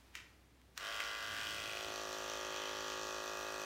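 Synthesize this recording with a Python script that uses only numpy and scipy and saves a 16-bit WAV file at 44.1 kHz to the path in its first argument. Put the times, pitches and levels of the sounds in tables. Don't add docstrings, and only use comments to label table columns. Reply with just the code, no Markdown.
import sys
import numpy as np
from scipy import signal
from scipy.fft import rfft, irfft
from scipy.io import wavfile
from scipy.ndimage import uniform_filter1d

SR = 44100
rng = np.random.default_rng(int(sys.argv[2]) if len(sys.argv) > 2 else 0)


def pcm_store(signal):
    levels = np.round(np.clip(np.atleast_2d(signal), -1, 1) * 32767)
    wavfile.write(sys.argv[1], SR, levels.astype(np.int16).T)


N = 160965

START_S, SPIN_UP_S, LOUDNESS_POWER = .755, .028, 3.8
# [t/s, blade rate f/Hz]
BLADE_RATE = [(1.45, 53.27), (1.9, 53.1), (2.42, 53.07), (2.62, 53.15), (3.02, 53.11), (3.17, 52.93),
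              (3.45, 53.05)]
CYCLE_START_S = 2.5952
# [t/s, share of a quarter turn 0-1]
TURNED_DOWN = [(1.42, 0), (1.7, 0.39), (2.0, 0.89), (2.35, 0.89)]

# [t/s, level/dB]
HUM_LEVEL = [(.9, -47), (1.22, -47), (1.42, -49.5), (1.72, -50), (2.0, -47.5), (2.65, -45.5), (3.6, -46.5)]
HUM_PARTIALS_ALOFT = [-13.5, -37, -23, -26, -22.5, -13, -15, -12, -11, -8.5, -5, -13, -4.5, -20.5, -9.5,
                      -18, -14.5, -7.5, -10, -3, -1, 4, -9, -9, -6.5, 3, 1.5, 0.5, -7.5, -0.5, 2, -3.5, -18,
                      -12, -1, -1.5, -0.5, -6.5]
HUM_PARTIALS_DOWN = [-24, -37, -16.5, -29, -10, -10.5, 0, -6.5, -6, -1, -1, -4.5, -3, -12.5, -10, -5, -9,
                     -5, -15.5, -8, -3.5, -.5, -0.5, -13, -20, -3, -13, -10, -11.5, -23, -2, -6.5, -10,
                     -9.5, -24, -5.5, -15.5, -17]
STROKE_PLACE, RETURN_LAG = .25, .48
RETURN_ALOFT, RETURN_DOWN, SCATTER_ALOFT, SCATTER_DOWN = 1.43, .3, .86, 1.04
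WAVER = .13
SMEAR_ORDER, TOP_ORDER = 14, 66
WHINE_DB, WHINE_RIPPLE_DB = -11, 1.5
WHINE_SHARE = .44

# [place in the cycle 0-1, level/dB]
KNOCKS = [(.16, -2.5), (.26, 0), (0.642, -6), (0.791, -2)]
KNOCK_SPREAD_DB, KNOCK_JITTER_S, STEEL_RING_S = 1.5, .00004, .00077
SCRAPE_DB, SCRAPE_S, CLATTER_ROOM_DB = -.5, .0013, -2
# [f/Hz, level/dB]
STEEL_ALOFT = [(1180, -34.5), (1960, -1), (2180, -11.5), (2370, -1.5), (2750, -6), (3040, 1), (3400, -6.5),
               (4670, -7), (9030, -18), (10500, -26), (15500, -23)]
# [f/Hz, level/dB]
STEEL_DOWN = [(1180, -27), (2000, 1), (2180, -7), (2570, 2), (2840, -3.5), (3150, 3), (3710, -9),
              (4670, -7.5), (5000, -12), (5890, -6.5), (10500, -28), (12700, -22), (15500, -27.5)]
# [t/s, low band level/dB, middle band level/dB, high band level/dB]
CLATTER_LEVEL = [(.95, -48.5, -53, -63), (1.2, -50.5, -53.5, -65), (1.45, -48, -52, -60.5),
                 (1.72, -49, -53, -62.5), (2.05, -54.5, -52, -64), (2.62, -50.5, -51.5, -64.5),
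                 (3.08, -54.5, -51.5, -64.5), (3.4, -55.5, -53.5, -64)]
CLATTER_EDGES_HZ = [2000, 3500, 7500, 16500]
# [f/Hz, level/dB]
RATTLE_COLOUR = [(200, -22), (550, -7), (900, -9.5), (1500, -1), (2400, -23)]
RATTLE_ALOFT_DB, RATTLE_DOWN_DB, RATTLE_ROOM_DB = -56.5, -62, 8

# [middle t/s, half length t/s, f/Hz, level/dB]
SHIFTS = [(0.92, 0.054, 620, 5.5), (1.38, .14, 1660, 5), (1.82, .17, 730, 6), (2.79, 0.34, 685, -9),
          (2.67, 0.29, 3260, 2.5), (3.39, .3, 2560, 5), (3.14, 0.22, 2150, -7.5)]
SHIFT_WIDTH_HZ, SHIFT_WIDTH_SHARE = 46, .03
# [middle t/s, half length t/s, f/Hz, level/dB, cycles between knocks, place in the cycle 0-1]
LOOSE_PARTS = [(1.383, 0.11, 1690, -49, 1, .69), (1.738, .09, 2560, -53.5, 2, .29),
               (1.939, 0.09, 4400, -60, 2, .26)]
LOOSE_WIDTH_HZ = 170

# [t/s, direct energy level/dB, low edge f/Hz, body f/Hz, treble level/dB, ring decay t/s, room level/dB]
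CLICKS = [(0.1529, -18.5, 1230, 2350, -12.5, 0.0018, -.5), (0.6163, -45.5, 1300, 2600, -7.5, .0009, -6),
          (0.7769, -16, 903, 1660, -6, 0.0014, -5), (1.0037, -12, 1400, 2520, -18, 0.00091, -6.5)]
SWITCH_PRESS_S, SWITCH_PRESS_DB = .009, -14

# [f/Hz, T60 t/s]
ROOM_T60 = [(1000, 0.48), (5000, 0.43), (15000, 0.22)]
# [delay t/s, level/dB]
ECHOES = [(.0032, -6.5), (.0094, -18), (0.022, -9.5), (0.049, -11.5)]
DIFFUSE_TAIL_DB = 1.5

# [t/s, level/dB]
HANDLING_LEVEL = [(1.2, -71), (1.29, -60), (1.61, -60), (1.8, -64.5), (1.89, -57.5), (1.97, -72)]
# [f/Hz, level/dB]
HANDLING_COLOUR = [(25, -26), (95, -0.5), (170, -11), (320, -6), (1200, -40)]
# [t/s, level/dB]
BRUSH_LEVEL = [(.25, -68.5), (.48, -73)]
# [f/Hz, level/dB]
BRUSH_COLOUR = [(300, -6), (1900, -7), (4000, -11.5), (15000, -24)]
# [f/Hz, level/dB]
FLOOR_COLOUR = [(18, -46), (64, -26), (183, -16.5), (370, -23.5), (560, -22), (15500, -46.5)]
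FLOOR_DB = -74.5
DRONE_HZ, DRONE_DB = 61.7, -70.5
CUTOFF_HZ = 15900


def clippers():
    run_up = 1 - np.exp(-np.maximum(np.arange(N) / SR - START_S, 0) / SPIN_UP_S)
    turns = np.cumsum(curve(BLADE_RATE) * run_up) / SR
    turns -= turns[round(CYCLE_START_S * SR)]

    angle = curve(TURNED_DOWN) * np.pi / 2
    aloft, down = np.cos(angle), np.sin(angle)
    hum_aloft = hum(turns, run_up, HUM_PARTIALS_ALOFT, STEEL_ALOFT, RETURN_ALOFT, SCATTER_ALOFT)
    hum_down = hum(turns, run_up, HUM_PARTIALS_DOWN, STEEL_DOWN, RETURN_DOWN, SCATTER_DOWN)
    out = aloft * buzz(hum_aloft, clatter(turns, STEEL_ALOFT))
    out += down * buzz(hum_down, clatter(turns, STEEL_DOWN))
    out += rattle(turns) * np.hypot(aloft * amp(RATTLE_ALOFT_DB), down * amp(RATTLE_DOWN_DB))

    loose = sum(loose_part(turns, *row) for row in LOOSE_PARTS)
    return (shifting(out) + loose) * run_up ** LOUDNESS_POWER


def hum(turns, run_up, partials_db, steel, return_strength, scatter):
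    k = np.arange(1, TOP_ORDER + 1)
    steel_db = uniform_filter1d(read(steel, k * BLADE_RATE[-1][1]), size=7)
    whine_db = WHINE_DB + steel_db + WHINE_RIPPLE_DB * rng.standard_normal(len(k))
    db = np.r_[partials_db, whine_db[len(partials_db):]]

    reflected = np.exp(2j * np.pi * rng.random(len(k)))
    returning = return_strength * np.exp(-2j * np.pi * k * RETURN_LAG)
    smear = np.minimum((k / SMEAR_ORDER) ** 2, 1) ** 2
    strokes = 1 + smear * (returning + scatter * reflected)
    housing = causal(amp(np.r_[db[0], db, np.full(len(k), db.mean())]))[1:len(k) + 1]
    phases = np.angle(strokes * housing)

    tone = np.zeros(N)
    for order, phase in zip(k, phases):
        level = np.interp(order * run_up, k, amp(db)) * (1 + WAVER * wander(9))
        tone += level * np.cos(2 * np.pi * order * (turns - STROKE_PLACE) + phase)
    return tone


def clatter(turns, steel):
    rings, scrape = knocks(turns)
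    direct = rings + amp(SCRAPE_DB) * scrape
    return colour(direct + amp(CLATTER_ROOM_DB) * room(direct), steel)


def knocks(turns):
    rings, push = np.zeros(N), np.zeros(N)
    cycles = np.arange(np.ceil(turns[0]), np.floor(turns[-1]) + 1)
    for place, db in KNOCKS:
        late, size = rng.standard_normal((2, len(cycles)))
        at = np.interp(cycles + place, turns, np.arange(N)) + late * KNOCK_JITTER_S * SR
        near = at.astype(int)[:, None] + np.arange(-8, 9)
        strength = amp(db + KNOCK_SPREAD_DB * size) * (at < N - 1)
        pulses = np.sinc(near - at[:, None]) * strength[:, None]
        train = np.bincount(np.clip(near, 0, N - 1).ravel(), pulses.ravel(), N)
        rings += signal.oaconvolve(train, ring(STEEL_RING_S))[:N]
        push += train
    envelope = signal.lfilter([1], [1, -np.exp(-1 / (SCRAPE_S * SR))], push)
    return unit(rings), unit(envelope * rng.standard_normal(N))


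def buzz(tone, steel):
    low, mid, high, top = CLATTER_EDGES_HZ
    whine = np.sqrt(WHINE_SHARE) * band(tone, low, mid) + np.sqrt(1 - WHINE_SHARE) * band(steel, low, mid)
    parts = unit(whine), band(steel, mid, high), band(steel, high, top)
    bright = sum(amp(curve(CLATTER_LEVEL, axis=k + 1)) * part for k, part in enumerate(parts))
    lowpass = signal.butter(10, low, fs=SR, output="sos")
    return amp(curve(HUM_LEVEL)) * unit(signal.sosfilt(lowpass, tone)) + bright


def rattle(turns):
    scrape = knocks(turns)[1]
    return colour(scrape + amp(RATTLE_ROOM_DB) * room(scrape), RATTLE_COLOUR)


def shifting(x):
    f, z = np.fft.rfftfreq(N, 1 / SR), rfft(x)
    out = x.copy()
    for middle_s, half_s, hz, db in SHIFTS:
        width_hz = SHIFT_WIDTH_HZ + SHIFT_WIDTH_SHARE * hz
        narrow = irfft(z * np.exp(-((f - hz) / width_hz) ** 2), N)
        out += (amp(db * spell(middle_s, half_s)) - 1) * narrow
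    return out


def loose_part(turns, middle_s, half_s, hz, db, every, place):
    count = np.floor((turns - place) / every)
    impulses = np.diff(count, prepend=count[0])
    return amp(db) * spell(middle_s, half_s) * unit(resonate(impulses, hz, LOOSE_WIDTH_HZ))


def click(start, db, low_hz, body_hz, treble_db, ring_s, room_db):
    t = np.arange(N) / SR - start
    snap = np.roll(np.pad(ring(ring_s, size=7), (0, N))[:N], round(start * SR))
    press = rng.standard_normal(N) * np.exp(-abs(t) / SWITCH_PRESS_S) * (t < 0)
    shape = [(low_hz / 2, -30), (low_hz, -7), (body_hz, 0),
             (4000, treble_db), (6500, treble_db - .5), (10000, treble_db - 13)]
    x = colour(snap + amp(SWITCH_PRESS_DB) * press / np.linalg.norm(press), shape)
    x *= amp(db) / np.linalg.norm(x)
    return x + amp(room_db) * room(x)


def room(x):
    hz, t, z = signal.stft(rng.standard_normal(SR // 2), SR, nperseg=256)
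    decay = amp(-60 * t / read(ROOM_T60, hz)[:, None])
    response = signal.istft(z * decay * (t > .005), SR, nperseg=256)[1]
    response *= amp(DIFFUSE_TAIL_DB) / np.linalg.norm(response)
    for delay_s, db in ECHOES:
        response[int(delay_s * SR)] += amp(db)
    return signal.oaconvolve(x, response / np.linalg.norm(response))[:N]


def handling():
    sleeve, hand = rng.standard_normal((2, N))
    rustle = amp(curve(HANDLING_LEVEL)) * colour(sleeve, HANDLING_COLOUR)
    return rustle + amp(curve(BRUSH_LEVEL)) * colour(hand, BRUSH_COLOUR)


def background():
    hz = DRONE_HZ + 1.44 * wander(12)
    drone = np.sqrt(2) * np.sin(2 * np.pi * np.cumsum(hz) / SR) * (1 + .3 * wander(7.6))
    return amp(FLOOR_DB) * colour(rng.standard_normal(N), FLOOR_COLOUR) + amp(DRONE_DB) * drone


def amp(db):
    return 10 ** (np.asarray(db) / 20)


def unit(x):
    return x / np.sqrt(np.mean(x ** 2) + 1e-20)


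def curve(rows, axis=1):
    rows = np.array(rows)
    return np.interp(np.arange(N) / SR, rows[:, 0], rows[:, axis])


def read(points, hz):
    f, value = np.transpose(points)
    return np.interp(np.log(hz + 1), np.log(f + 1), value)


def causal(gain):
    log_gain = np.log(np.maximum(gain, 1e-5))
    mirrored = np.r_[log_gain, log_gain[-2:0:-1]]
    return np.exp(np.conj(signal.hilbert(mirrored)))[:len(gain)]


def colour(x, points):
    taps = irfft(causal(amp(read(points, np.fft.rfftfreq(4096, 1 / SR)))))
    return unit(signal.oaconvolve(x, taps)[:N])


def band(x, lo, hi):
    hz = np.fft.rfftfreq(N, 1 / SR)
    return unit(irfft(rfft(x) * (hz > lo) * (hz < hi), N))


def wander(rate_hz):
    knots = rng.standard_normal(400)
    return np.interp(np.arange(N) / SR * rate_hz, np.arange(len(knots)), knots)


def ring(decay_s, size=25):
    t = np.arange(1024) / SR
    z = rfft(rng.standard_normal(len(t)) * np.exp(-t / decay_s))
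    burst = irfft(z / np.sqrt(uniform_filter1d(abs(z) ** 2, size=size)))[:512]
    return burst / np.linalg.norm(burst)


def resonate(x, hz, width_hz):
    spin = np.exp(2j * np.pi * hz * np.arange(N) / SR)
    r = np.exp(-np.pi * width_hz / SR)
    return 2 * (spin * signal.lfilter([1 - r], [1, -r], x / spin)).real


def spell(middle_s, half_s):
    return np.exp(-((np.arange(N) / SR - middle_s) / half_s) ** 2)


def scene():
    clicks = sum(click(*row) for row in CLICKS)
    return (clippers() + clicks + handling() + background())[None]


def record(dry):
    taps = signal.firwin(511, CUTOFF_HZ, window=("kaiser", 9), fs=SR)
    return signal.oaconvolve(dry, taps[None], "same")


dry = scene()
out = record(dry)
pcm_store(out)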